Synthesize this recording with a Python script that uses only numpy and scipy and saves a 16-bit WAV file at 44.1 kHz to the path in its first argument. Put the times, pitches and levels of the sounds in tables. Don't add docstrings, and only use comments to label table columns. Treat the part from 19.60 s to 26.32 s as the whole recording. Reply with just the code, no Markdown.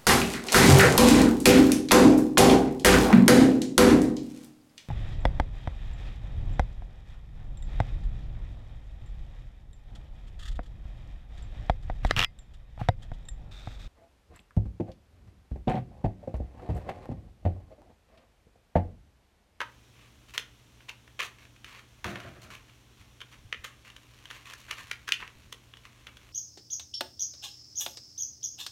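import sys
import numpy as np
from scipy import signal
from scipy.fft import rfft, irfft, next_fast_len
from scipy.io import wavfile
from scipy.ndimage import uniform_filter1d, map_coordinates

SR = 44100
rng = np.random.default_rng(int(sys.argv[2]) if len(sys.argv) > 2 else 0)


def wav_out(sig):
    wavfile.write(sys.argv[1], SR, np.round(np.clip(np.atleast_2d(sig).T, -1, 1) * 32767).astype(np.int16))


N = 296352


def amp(db):
    return 10 ** (np.asarray(db) / 20)


def unit(x):
    return x / np.sqrt(np.mean(x ** 2) + 1e-20)


def along(points, hz):
    f, v = np.transpose(points)
    return np.interp(np.log(hz + 1), np.log(f), v)


def above(hz, edge_hz, order=4):
    return 1 - 1 / (1 + (hz / edge_hz) ** order)


def resonance(hz, ring_hz, octaves):
    return np.exp(-.5 * (np.log2((hz + 1) / ring_hz) / octaves) ** 2)


def fade(t, t60):
    return np.exp(-np.log(1000) * t / t60)


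def add(track, start_s, sound):
    start = round(start_s * SR)
    sound = sound[max(0, -start):]
    part = track[max(0, start):][:len(sound)]
    part += sound[:len(part)]


def coloured(x, gain_db, size=2048):
    cepstrum = irfft(np.log(amp(gain_db(np.fft.rfftfreq(size, 1 / SR))) + 1e-6))
    cepstrum[1:size // 2] *= 2
    cepstrum[size // 2 + 1:] = 0
    return signal.fftconvolve(x, irfft(np.exp(rfft(cepstrum))))


# frequency_hz, t60_s
ROOM_DECAY = [(100, 0.52), (1000, 0.34), (2500, 0.27), (6000, 0.21), (15000, 0.2)]
# delay_s, relative_db
REFLECTIONS = [(.0095, -14.5), (0.017, -19), (0.0174, -13.5), (0.025, -28.5)]
def in_room(x, wet_db, walls_db, scatter_t60=0.014, upholstery_db=-4):
    hz, t, spectra = signal.stft(rng.standard_normal(SR // 4), SR, nperseg=256)
    tail = signal.istft(spectra * fade(t, along(ROOM_DECAY, hz)[:, None]), SR, nperseg=256)[1]
    response = np.zeros(SR // 4)
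    add(response, .009, amp(wet_db) * tail / np.linalg.norm(tail))
    brief = np.arange(SR // 100) / SR
    early = np.zeros(SR // 20)
    for delay_s, db in REFLECTIONS:
        scatter = rng.standard_normal(len(brief)) * fade(brief, scatter_t60)
        add(early, delay_s, amp(db + walls_db) * scatter / np.linalg.norm(scatter))
    add(response, 0, coloured(early, lambda f: upholstery_db * above(f, 2400), size=256))
    response[0] = 1
    return signal.fftconvolve(x, response)


# frequency_hz, relative_db
AIR_SPECTRUM = [(20, -26.5), (45, 4), (125, -2.5), (168, -10.5), (230, -6), (480, -14), (800, -16.5),
                (1800, -20), (3300, -16.5), (4100, -21), (4950, -25), (5700, -20), (7000, -24),
                (8000, -27.5), (13500, -32), (16000, -38)]
# pitch_hz, level_db
HUM_PARTIALS = [(64.6, -69.5), (119.6, -63), (209.9, -78.5), (296.1, -78.5)]
def room_tone(air_db=-60, drift_rad=0.56):
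    t = np.arange(N) / SR
    air = coloured(rng.standard_normal(N + SR), lambda hz: along(AIR_SPECTRUM, hz), size=8192)
    hum = np.zeros(N)
    for hz, db in HUM_PARTIALS:
        wander = map_coordinates(rng.standard_normal(40), [t * 4])
        hum += amp(db) * np.sqrt(2) * np.sin(2 * np.pi * hz * t + drift_rad * wander)
    return amp(air_db) * unit(air[SR:SR + N]) + hum


# frequency_hz, relative_db
SHEET_SPECTRUM = [(100, -39), (400, -10.5), (780, -12), (1080, 0.5), (1400, -2), (2600, 2.5), (3600, -5),
                  (4400, -6), (4950, -13.5), (5800, -10.5), (6900, -11.5), (7900, -17), (13000, -21),
                  (16000, -27)]
# time_s, level_db
GRIP_LEVELS = [(0, -75), (1.0, -69), (2.0, -81), (2.6, -60), (3.2, -69.5), (4.1, -70), (4.6, -62.5),
               (5.05, -57), (5.3, -54.5), (5.449, -67), (5.8, -64.5), (6.05, -70.5), (6.72, -60.5)]
def grip(ticks_per_s=300, spread_db=4, hiss=0.59, fidget_per_s=14, fidget_db=1.4, treble_db=3.5):
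    t = np.arange(N) / SR
    chance = rng.random(N)
    size, friction = rng.standard_normal((2, N))
    fidget = map_coordinates(rng.standard_normal(400), [t * fidget_per_s], mode="mirror")
    ticks = (chance < ticks_per_s / SR) * amp(spread_db * np.clip(size, -2, 2))
    force = (unit(ticks) + hiss * friction) * amp(fidget_db * fidget)
    sound = coloured(force, lambda hz: along(SHEET_SPECTRUM, hz) + treble_db * above(hz, 3500))
    envelope = amp(np.interp(t, *np.transpose(GRIP_LEVELS)))
    return envelope * unit(in_room(sound, wet_db=-10, walls_db=0.5)[:N])


# frequency_hz, relative_db
SHELL_SPECTRUM = [(100, -33), (300, -18.5), (480, -3.5), (720, -14.5), (1050, 0.5), (1800, 5.5), (2900, 5),
                  (3700, -1), (4900, -9.5), (6200, -9.5), (7900, -21), (9500, -19), (15500, -29)]
def clicks(events, ring_db, ring_octaves, upper_db, chatter, wet_db, walls_db,
           upper_hz=6200, chatter_t60=0.028, crush_size=0.23):
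    lead_s = .01
    track, t = np.zeros(N), np.arange(SR // 25) / SR - lead_s
    for start_s, db, ring_hz, treble_db, hollow_db, crush_s in events:
        crush = crush_size * np.exp(-abs(t) / crush_s)
        rattle = chatter * fade(abs(t), chatter_t60) * (t > 0)
        push = (crush + rattle) * rng.standard_normal(len(t))
        push[round(lead_s * SR)] = 1
        force = rfft(push)
        power = abs(uniform_filter1d(abs(force) ** 2, size=41))
        flat_push = irfft(force / np.sqrt(power + 1e-9))
        tilt = lambda hz: treble_db * above(hz, 4100) + hollow_db * (1 - above(hz, 1710))
        ring = lambda hz: ring_db * resonance(hz, ring_hz, ring_octaves)
        upper = lambda hz: upper_db * resonance(hz, upper_hz, ring_octaves)
        click = coloured(flat_push, lambda f: along(SHELL_SPECTRUM, f) + ring(f) + upper(f) + tilt(f))
        add(track, start_s - lead_s, in_room(amp(db) * unit(click), wet_db, walls_db))
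    return track


# start_s, level_db, pitch_hz, treble_db
SCISSOR_CLACKS = [(0.0048, -40, 1570, -1), (0.0144, -40, 980, 2.5), (1.206, -65.5, 2720, -8),
                  (1.477, -64, 1060, 6), (1.5923, -48, 3130, -5), (1.852, -64, 2270, 6),
                  (1.963, -67.5, 2600, -1), (2.045, -53.5, 3030, 4.5), (2.444, -43.5, 1250, 10),
                  (2.4567, -48, 1200, -15), (2.5572, -48, 1940, -2), (2.6025, -55, 1300, 11),
                  (2.904, -57.5, 1110, 10)]
def scissors(crush_s=0.00044, hollow_below_hz=2950, hollow_db_per_octave=10.5):
    events = [(s, db, hz, treble_db, hollow_db_per_octave * np.log2(hollow_below_hz / hz), crush_s)
              for s, db, hz, treble_db in SCISSOR_CLACKS]
    return clicks(events, ring_db=4.5, ring_octaves=0.092, upper_db=1.2, chatter=0.27,
                  wet_db=-11.5, walls_db=0.8)


def crackle(strokes, slips_per_s, uneven_db, ring_db, taper, wet_db, pops_per_s, pop_db, ring_hz=2050):
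    track = np.zeros(N)
    sheet = lambda hz: along(SHEET_SPECTRUM, hz) + ring_db * resonance(hz, ring_hz, 0.84)
    for start_s, length_s, db, treble_db in strokes:
        n = int(length_s * SR)
        t = np.arange(n) / SR
        slips = map_coordinates(rng.standard_normal(200), [t * slips_per_s], mode="mirror")
        fractures = rng.standard_normal(SR // 2)
        pops = amp(pop_db) * (rng.random(SR // 2) < pops_per_s / SR)
        force = (fractures + pops)[:n] * amp(uneven_db * slips) * signal.windows.tukey(n, taper)
        sound = coloured(force, lambda hz: sheet(hz) + treble_db * above(hz, 3900))
        sound *= amp(db) * np.sqrt(n) / np.linalg.norm(sound)
        add(track, start_s, in_room(sound, wet_db, walls_db=-5))
    return track


# start_s, length_s, level_db, treble_db
RUB_STROKES = [(0.33, 0.16, -64.5, -2), (0.68, 0.033, -57.5, 1), (1.78, 0.065, -59.5, -1.5),
               (2.045, 0.17, -53.5, -3.5), (2.444, 0.076, -46.5, -0.5), (2.53, 0.17, -56, -8),
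               (2.815, 0.038, -55, 6), (2.9, 0.06, -49.5, -1), (3.08, 0.022, -59.5, -7),
               (3.37, 0.06, -61.5, 0), (3.715, 0.034, -55.5, -2), (4.042, 0.011, -38.5, 3),
               (4.245, 0.051, -54.5, -2.5), (4.695, 0.092, -53.5, -2.5), (4.85, 0.08, -50.5, -1.5),
               (4.975, .047, -58, 8), (5.08, .064, -48, -7), (5.168, 0.0465, -46.5, -1.5),
               (5.595, 0.046, -46.5, -10), (6.235, 0.039, -59, -2), (6.465, 0.033, -56, -10)]
def rubs():
    return crackle(RUB_STROKES, slips_per_s=253, uneven_db=2.5, ring_db=-1.5, taper=0.17,
                   wet_db=-5.5, pops_per_s=70, pop_db=22.5)


# start_s, length_s, level_db, treble_db
CUT_STROKES = [(0.7375, .028, -44, 0.5), (1.284, 0.02, -44.5, -5.5), (1.592, 0.013, -33.5, -8.5),
               (1.624, 0.0135, -35.5, -6), (1.637, 0.032, -45, 1)]
def cuts():
    return crackle(CUT_STROKES, slips_per_s=540, uneven_db=2.3, ring_db=-3.0, taper=0.083,
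                   wet_db=-7.5, pops_per_s=250, pop_db=15.5)


# start_s, level_db, pitch_hz, treble_db, hollow_db, crush_s
SHELL_SNAPS = [(0.779, -35.5, 3130, 9, 1, 0.00041), (1.2939, -49, 2480, 3, -16, 0.0016),
               (1.603, -41, 2160, -3, 0, 0.0035), (1.6067, -44.5, 1070, 15, 13, 0.0007),
               (1.618, -44, 2470, -2, -8, 0.0022), (3.9274, -39, 2400, -9, -4.5, 0.00053),
               (4.0478, -50, 3240, 10, 11, 0.0084), (4.7112, -51, 1400, 7.5, 6, .0005),
               (4.9365, -52.5, 1710, 17.5, 9.5, .002), (5.1119, -41.5, 2640, 10, 3.5, 0.0015),
               (5.3143, -40, 2020, 5, 0.5, 0.0013), (5.48, -45.5, 1496, 7, 5.5, 0.0022),
               (5.49, -42, 1670, 11.5, 7, .0018), (5.5217, -30, 2760, 0.5, -18.5, .0003),
               (5.6273, -48.5, 1100, -21, 7, 0.0012), (5.6777, -56, 2570, 0, -6, .0004),
               (6.2532, -58, 1170, -1, 0, 0.00056)]
def shell():
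    return clicks(SHELL_SNAPS, ring_db=5, ring_octaves=0.21, upper_db=2, chatter=0.079,
                  wet_db=-11.5, walls_db=0.5)


# start_s, relative_db
BOX_JOLTS = [(2.444, -32.5), (2.477, -34), (2.51, -46), (2.558, -42.5), (2.635, -40), (2.753, -47.5),
             (2.84, -48)]
# pitch_hz, bandwidth_hz, relative_db
BOX_MODES = [(71.6, 13, -3), (114.5, 13, -1), (140.4, 5.7, -1), (195, 18, -1), (274, 81, -11),
             (355, 29, -4.5), (464, 38, -16.5), (581, 37, -13), (623, 9.7, -4.5), (698, 48, -10),
             (790, 13, -13.5), (1360, 810, -17)]
def box(gain_db=-2, rattle_t60=0.45, attack_s=0.0013):
    force, t = np.zeros(N), np.arange(SR // 2) / SR
    envelope = fade(t, rattle_t60) * (1 - np.exp(-t / attack_s))
    for start_s, db in BOX_JOLTS:
        add(force, start_s, amp(db + gain_db) * rng.standard_normal(len(t)) * envelope)
    f = np.fft.rfftfreq(N, 1 / SR)
    modes = sum((-1) ** k * amp(db) * 1j * f * width / (hz * hz - f * f + 1j * f * width)
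                for k, (hz, width, db) in enumerate(BOX_MODES))
    response = modes * (1 - above(f, 3800))
    return irfft(rfft(force) * response / np.sqrt(np.mean(abs(response) ** 2)), N)


# frequency_hz, relative_db
BUMP_SPECTRUM = [(20, -15), (45, -9), (90, -6.5), (170, -19), (400, -45), (1500, -77)]
# peak_s, level_db
LAP_BUMPS = [(3.4, -54), (3.8, -53), (3.852, -51), (4.001, -52), (5.218, -54), (5.619, -49), (5.76, -55),
             (5.853, -53.5)]
def bumps(rise_s=0.0156):
    track, t = np.zeros(N), np.arange(SR // 4) / SR
    envelope = t / rise_s * np.exp(1 - t / rise_s)
    for peak_s, db in LAP_BUMPS:
        thud = coloured(rng.standard_normal(len(t)), lambda hz: along(BUMP_SPECTRUM, hz), size=8192)
        add(track, peak_s - rise_s, amp(db) * unit(thud[:len(t)]) * envelope)
    return track


# start_s, level_db, treble_db, crush_s
PIECE_CLICKS = [(3.6052, -57.5, 11, 0.00051), (3.616, -50, 3, 0.0024), (4.302, -60, 11, 0.0015),
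                (4.3648, -57, 14, 0.0011), (4.6555, -55, 9, 0.00042), (4.7038, -54, 10, .0008),
                (4.9, -58.5, 22, 0.00026), (5.9262, -49, 22, 0.002), (6.138, -57, -7, .0008),
                (6.1709, -61, 12, .0004), (6.4694, -53.5, 7, 0.00045), (6.5698, -60.5, 14, 0.00022)]
def pieces(ring_hz=3230, body_db=3, hollow_share=0.46):
    events = [(s, db, ring_hz, treble_db, body_db + hollow_share * treble_db, crush_s)
              for s, db, treble_db, crush_s in PIECE_CLICKS]
    return clicks(events, ring_db=10, ring_octaves=0.16, upper_db=1.5, chatter=0.21,
                  wet_db=-12.5, walls_db=1.0)


def scene():
    handling = cuts() + rubs() + shell() + pieces() + scissors() + grip()
    return (handling + box() + bumps() + room_tone())[None]


def record(dry, cutoff_hz=15950):
    size = next_fast_len(N + SR // 2)
    passband = np.fft.rfftfreq(size, 1 / SR) < cutoff_hz
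    return irfft(rfft(dry, size) * passband, size)[..., :N]


dry = scene()
out = record(dry)
wav_out(out)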